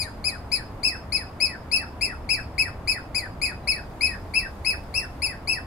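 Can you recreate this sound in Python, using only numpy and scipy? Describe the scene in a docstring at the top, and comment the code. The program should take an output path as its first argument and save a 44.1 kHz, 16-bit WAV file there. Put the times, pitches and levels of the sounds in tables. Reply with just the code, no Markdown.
"""A squirrel on a snowy branch repeats a sharp alarm chirp about three times a second.
Its vocal folds make a clean tone with overtones (harmonics) that arches up in pitch and drops.
As the mouth shuts, only a soft falling whistle is left. Trunks and ground throw the sound back.
Claws tick on the bark, twigs and snow rustle, a far bird peeps once and far traffic rumbles."""
import sys
import numpy as np
from scipy import signal
from scipy.fft import rfft, irfft, next_fast_len
from scipy.io import wavfile
from scipy.ndimage import uniform_filter1d

SR = 44100
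rng = np.random.default_rng(int(sys.argv[2]) if len(sys.argv) > 2 else 0)


def persist_wave(psi):
    """Save psi, clipped to +-1, as 16-bit WAV."""
    counts = np.round(np.clip(psi, -1, 1) * 32767).astype(np.int16)
    wavfile.write(sys.argv[1], SR, np.atleast_2d(counts).T)


N = 249606


def squirrel_chirp(top_s, knee_s, end_s, top_hz, knee_hz, end_hz, base_db, second_db, third_db, trail_db):
    """A burst of effort arches the pitch; at the knee, where the dive ends, a soft whistle takes over."""
    high_db = [-42.5, -52.5, -61]  # Levels of harmonics 4, 5 and 6 in dB, before the mouth shapes them.
    fade_factors = [1.5, 2, 4.2, 0.7, 2.7]  # The dB that harmonics 2 to 6 each lose per dB of lost effort.
    start_hz, snap_hz, snap_s = 1975, 2370, 0.00509  # the pitch leaps up as the folds catch
    hold_s, last_drop_hz = 0.00372, 171  # pause at the top; final dip of the whistle
    t = np.arange(0, end_s, 1 / SR)
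    rise = np.clip(t / top_s, 0, 1)  # each of these three stages runs from 0 to 1
    fall = np.clip((t - top_s - hold_s) / (knee_s - top_s - hold_s), 0, 1)
    trail = np.clip((t - knee_s) / (end_s - knee_s), 0, 1)

    hz = top_hz - (top_hz - snap_hz) * (1 - rise) ** 1.76 - (snap_hz - start_hz) * np.exp(-t / snap_s)
    dive = 1 - np.cos(np.pi * (0.775 * fall) ** .88)  # tips over, dives, eases off
    hz -= (top_hz - knee_hz) * dive / dive[-1]
    hz -= (knee_hz - end_hz) * trail ** 1.475 + last_drop_hz * trail ** 7
    hz = uniform_filter1d(hz, 100) * (1 + 0.0041 * wander(len(t), 0.0051))
    phase = 2 * np.pi * np.cumsum(hz) / SR

    # Effort is strongest at the top; the later the knee, the lower it sags.
    effort_db = -2.5 * (1 - rise) ** 5.4 - 149 * knee_s * fall ** 3.9
    mouth_open = uniform_filter1d(1 - np.clip(fall + 0.83 * trail - .85, 0, .3) / .3, 200)
    whistle_gain = gain_of(trail_db - 6.2 * (1 - trail) ** 4.3 + 2.1 * wander(len(t), 0.0008))
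    base_gain = gain_of(base_db + 6.03 * effort_db + 2.22 * wander(len(t), 0.0052))
    sound = (base_gain * mouth_open + whistle_gain * (1 - mouth_open)) * np.sin(phase)
    for k, (db, fade) in enumerate(zip([second_db, third_db] + high_db, fade_factors), 2):
        flutter_db = 0.78 * k * wander(len(t), 0.0023)  # higher harmonics are less steady
        sound += gain_of(db + fade * effort_db + flutter_db) * mouth_open * np.sin(k * phase)
    breath = signal.lfilter(*signal.butter(2, [7000, 13500], "band", fs=SR), rng.standard_normal(len(t)))
    sound += gain_of(third_db - 6 + 0.57 * effort_db) * mouth_open * breath
    attack = np.clip(t / .0025, 0, 1) ** 2  # the folds snap in
    release = np.clip((end_s - t) / 0.001, 0, 1)
    return sound * attack * release


def mouth_to_microphone(sound):
    """The mouth colours a chirp, which then arrives directly, as near echoes and as a tail of the woods."""
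    # What mouth and head pass on. Each row: frequency in Hz, gain in dB.
    mouth = [(1500, 7.5), (2250, 8.5), (2430, 0.5), (2580, 9), (3700, 0.5), (4300, -0.5), (5200, 6.5),
             (6400, -1.5), (7800, 0.5), (8600, 3.5), (10000, 10), (11800, 0), (13200, -3.5), (15700, 3)]
    # Near echoes off branch, trunks and snow. Each row: delay in seconds, left share, right share.
    echoes = [(.0012, -0.064, -0.3), (.0030, -0.2, 0.31), (.0055, -0.076, -0.12), (.009, 0.33, 0.37),
              (.014, -0.076, 0.44)]
    # How the microphone's right opening hears the branch compared with its left.
    # Each row: frequency in Hz, gain in dB, lag in radians.
    right_side = [(1440, -16.5, 0.52), (2360, -5.5, -0.034), (4170, -17, -0.82), (5320, -16, -2.42),
                  (7200, -1.5, 0.94), (9500, -2.5, -0.87), (15400, -1, -1)]
    lead = 400  # samples of silence that keep the filters from wrapping round
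    n = next_fast_len(SR)
    hz = np.fft.rfftfreq(n, 1 / SR)
    voice = rfft(np.pad(sound, (lead, 0)), n) * gain_of(curve_at(mouth, hz))
    paths = 1 + sum(np.array([[left], [right]]) * np.exp(-2j * np.pi * hz * s) for s, left, right in echoes)
    right_gain = gain_of(curve_at(right_side, hz)) * np.exp(-1j * curve_at(right_side, hz, column=2))
    near = paths * [np.ones(len(hz)), right_gain]
    return irfft(voice * (near + rfft(woods_echo(), n)), n)[:, lead:]


def woods_echo():
    """Twigs and trunks scatter a sound into many tiny random echoes that die away."""
    # How long the woods ring. Each row: frequency in Hz, seconds to fade by 60 dB.
    ring_times = [(1500, 0.17), (2600, 0.26), (5000, 0.36), (10000, 0.21)]
    # How strongly the woods answer. Each row: frequency in Hz, level in dB against the chirp.
    ring_levels = [(1500, -3), (2600, -7.5), (5000, -18), (7500, -7.5), (10000, -3.5)]
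    twigs_db, twigs_fade_s = -10, 0.18  # scatter off the nearest twigs and trunk
    n, density = SR // 2, 0.2
    taps = rng.standard_normal((2, n)) * (rng.random((2, n)) < density)
    taps *= np.clip(np.arange(n) / SR / 0.0035, 0, 1)
    taps *= gain_of(3.14 * wander(n, 0.0054) + 0.5)  # echoes come in clumps, one for each trunk
    hz, t, spectra = signal.stft(taps, SR, nperseg=256)
    fade_s = curve_at(ring_times, hz)[:, None]
    far = gain_of(curve_at(ring_levels, hz)[:, None] - 60 * t / fade_s) / np.sqrt(fade_s)
    near = gain_of(twigs_db - 60 * t / twigs_fade_s) / np.sqrt(twigs_fade_s)
    tail = signal.istft(spectra * np.hypot(far, near), SR, nperseg=256)[1]
    return tail[:, :n] * np.sqrt(6 * np.log(10) / (density * SR))


def claw_tick(peak_db):
    """A claw catches on bark or snow crust with a tiny dry snap."""
    t = np.arange(0, .01, 1 / SR)
    snap = np.diff(rng.standard_normal((2, len(t) + 1))) * np.exp(-t / 0.0011)
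    return gain_of(peak_db) * snap / abs(snap).max()


def rustle():
    """A faint high hiss of twigs, snow and microphone that swells as the animal shifts about."""
    spectrum = [(2000, -70), (3400, -1), (4470, -3.5), (4560, 0.5), (5400, -7), (9690, -8.5), (12100, -8),
                (16100, -18)]  # Colour of the hiss. Each row: frequency in Hz, relative level in dB.
    levels = [(0, -62), (1.5, -63), (3.6, -63), (4.0, -60.5), (4.5, -60), (5.1, -60.5), (5.4, -62.5),
              (5.66, -62.5)]  # Its loudness. Each row: time in seconds, level in dB.
    return gain_over_time(levels) * stereo_noise(spectrum)


def bird_peep(length_s, hz, db):
    """A far bird gives one thin peep that bends down at its end."""
    progress = np.arange(0, 1, 1 / (length_s * SR))
    phase = 2 * np.pi * np.cumsum(hz * (1 - 0.18 * progress ** 6)) / SR
    return gain_of(db) * np.sin(phase) * np.sin(np.pi * progress) ** 0.57


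def traffic(level_db):
    """A far road makes a steady noise whose bass swells and sinks."""
    spectrum = [(12, -48), (22, -3), (75, 4.5), (105, -2.5), (160, -8), (250, -8.5), (414, -14.5),
                (700, -12.5), (1000, -15.5), (1470, -22.5), (2300, -30), (2900, -34.5), (3600, -42.5),
                (7000, -120)]  # Colour of the road. Each row: frequency in Hz, relative level in dB.
    swell = [(0, -1), (.8, -1), (1.602, -6), (2.298, 1), (3.002, -2.5), (3.8, -0.5), (4.299, -0.5),
             (4.9, -1), (5.66, -4)]  # Swell of the bass. Each row: time in seconds, gain in dB.
    road = gain_of(level_db) * stereo_noise(spectrum)
    bass = signal.filtfilt(*signal.butter(2, 110, fs=SR), road)
    return road + (gain_over_time(swell) - 1) * bass


def stereo_noise(spectrum):
    """Noise of size 1 with a given colour, alike left and right only in the bass."""
    # How alike the two sides are. 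Each row: frequency in Hz, likeness (1 means the same).
    likeness = [(60, 0.99), (180, 0.97), (550, 0.84), (1650, 0.3), (4970, 0.017), (15000, 0.04)]
    hz = np.fft.rfftfreq(2048, 1 / SR)
    a, b, c, d = rng.standard_normal((N // 512 + 5, 1025, 4)).T
    shared = np.clip(curve_at(likeness, hz), -1, 1)[:, None]
    left = a + 1j * b
    right = shared * left + np.sqrt(1 - shared ** 2) * (c + 1j * d)
    spectra = np.array([left, right]) * gain_of(curve_at(spectrum, hz))[:, None]
    noise = signal.istft(spectra, nperseg=2048, noverlap=1536)[1][:, 1024:N + 1024]
    return noise / noise.std()


def wander(n, smooth_s):
    """Smooth random drift of size 1."""
    width = round(smooth_s * SR)
    drift = uniform_filter1d(uniform_filter1d(rng.standard_normal(n), width), width)
    return drift / drift.std()


def gain_of(db):
    """Turns dB into a factor to multiply by."""
    return 10 ** (np.asarray(db) / 20)


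def gain_over_time(points):
    """Joins rows of seconds and dB into one factor for every sample."""
    return gain_of(np.interp(np.arange(N) / SR, *np.transpose(points)))


def curve_at(points, hz, column=1):
    """Reads between the rows of a table, on a log frequency scale."""
    points = np.transpose(points)
    return np.interp(np.log(hz + 1), np.log(points[0] + 1), points[column])


def add(mix, start_s, sound):
    """Lays a sound into the mix, even if it began before time zero."""
    at = round(start_s * SR)
    sound = sound[..., max(-at, 0):]
    part = mix[..., max(at, 0):][..., :sound.shape[-1]]
    part += sound[..., :part.shape[-1]]


def scene():
    """Lays chirps, claw ticks and one peep over the traffic and rustle."""
    # The alarm calls. Each row: start in seconds; seconds from there to the top, knee and end;
    # pitch in Hz at the top, knee and end (before the final dip); levels in dB of the base tone,
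    # 2nd harmonic, 3rd harmonic and whistle, before the mouth shapes them.
    chirps = [(-0.027, 0.031, 0.069, 0.11, 2506, 1925, 1560, -33.5, -25, -40, -45.5),
              (0.24, 0.028, 0.068, 0.12, 2550, 2000, 1510, -30.5, -24, -41, -46),
              (0.515, 0.022, 0.057, 0.1, 2572, 1970, 1520, -31.5, -23, -41.5, -46),
              (0.83, 0.036, 0.07, 0.13, 2637, 2055, 1533, -30.5, -22.5, -42.5, -45),
              (1.12, 0.031, 0.063, 0.12, 2575, 2040, 1500, -29, -22, -44.5, -46),
              (1.4, 0.036, 0.083, 0.16, 2586, 2054, 1574, -28, -23, -46, -45.5),
              (1.713, 0.037, 0.076, 0.13, 2643, 2036, 1450, -28, -23, -46, -43),
              (2.009, 0.028, 0.057, 0.13, 2630, 2100, 1410, -27, -25.5, -42, -44),
              (2.289, 0.025, 0.074, 0.11, 2619, 2056, 1420, -25, -23, -42.5, -39.5),
              (2.579, 0.025, 0.057, 0.11, 2615, 2080, 1450, -25.5, -24.5, -43.5, -41),
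              (2.873, 0.025, 0.065, 0.115, 2580, 2100, 1466, -26, -23.5, -41.5, -40.5),
              (3.145, 0.02, 0.06, 0.12, 2554, 2065, 1610, -26, -24, -38.5, -42),
              (3.414, 0.025, 0.058, 0.11, 2540, 2045, 1486, -25, -25, -40, -43),
              (3.672, 0.025, 0.07, 0.13, 2593, 1978, 1570, -26.5, -24, -46, -43.5),
              (4.007, 0.044, 0.074, 0.15, 2580, 1990, 1640, -25.5, -24, -46, -42.5),
              (4.336, 0.036, 0.074, 0.13, 2634, 1998, 1626, -27.5, -27.5, -51.5, -42.5),
              (4.646, 0.039, 0.079, 0.1, 2602, 2050, 1440, -28.5, -26.5, -48, -42),
              (4.939, 0.043, 0.067, 0.11, 2677, 2060, 1505, -30.5, -27, -47, -43.5),
              (5.218, 0.027, 0.064, 0.12, 2609, 2126, 1650, -28.5, -26, -44.5, -44),
              (5.472, 0.044, 0.081, 0.12, 2652, 2008, 1584, -28.5, -26, -45, -40)]
    ticks = [(4.554, -52), (4.8384, -40), (5.1444, -54), (5.1831, -51)]  # Claws on bark and crust. 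Each row: start in seconds, peak level in dB.
    mix = traffic(level_db=-36.5) + rustle()
    for start_s, *shape in chirps:
        add(mix, start_s, mouth_to_microphone(squirrel_chirp(*shape)))
    for start_s, peak_db in ticks:
        add(mix, start_s, claw_tick(peak_db))
    add(mix, 3.628, bird_peep(length_s=0.036, hz=4000, db=-60))
    return mix


def record(dry):
    """Cuts away the very highest treble."""
    cutoff_hz = 15950
    lowpass = signal.firwin(511, cutoff_hz, window=("kaiser", 9), fs=SR)
    return signal.oaconvolve(dry, lowpass[None], "same")


dry = scene()
out = record(dry)
persist_wave(out)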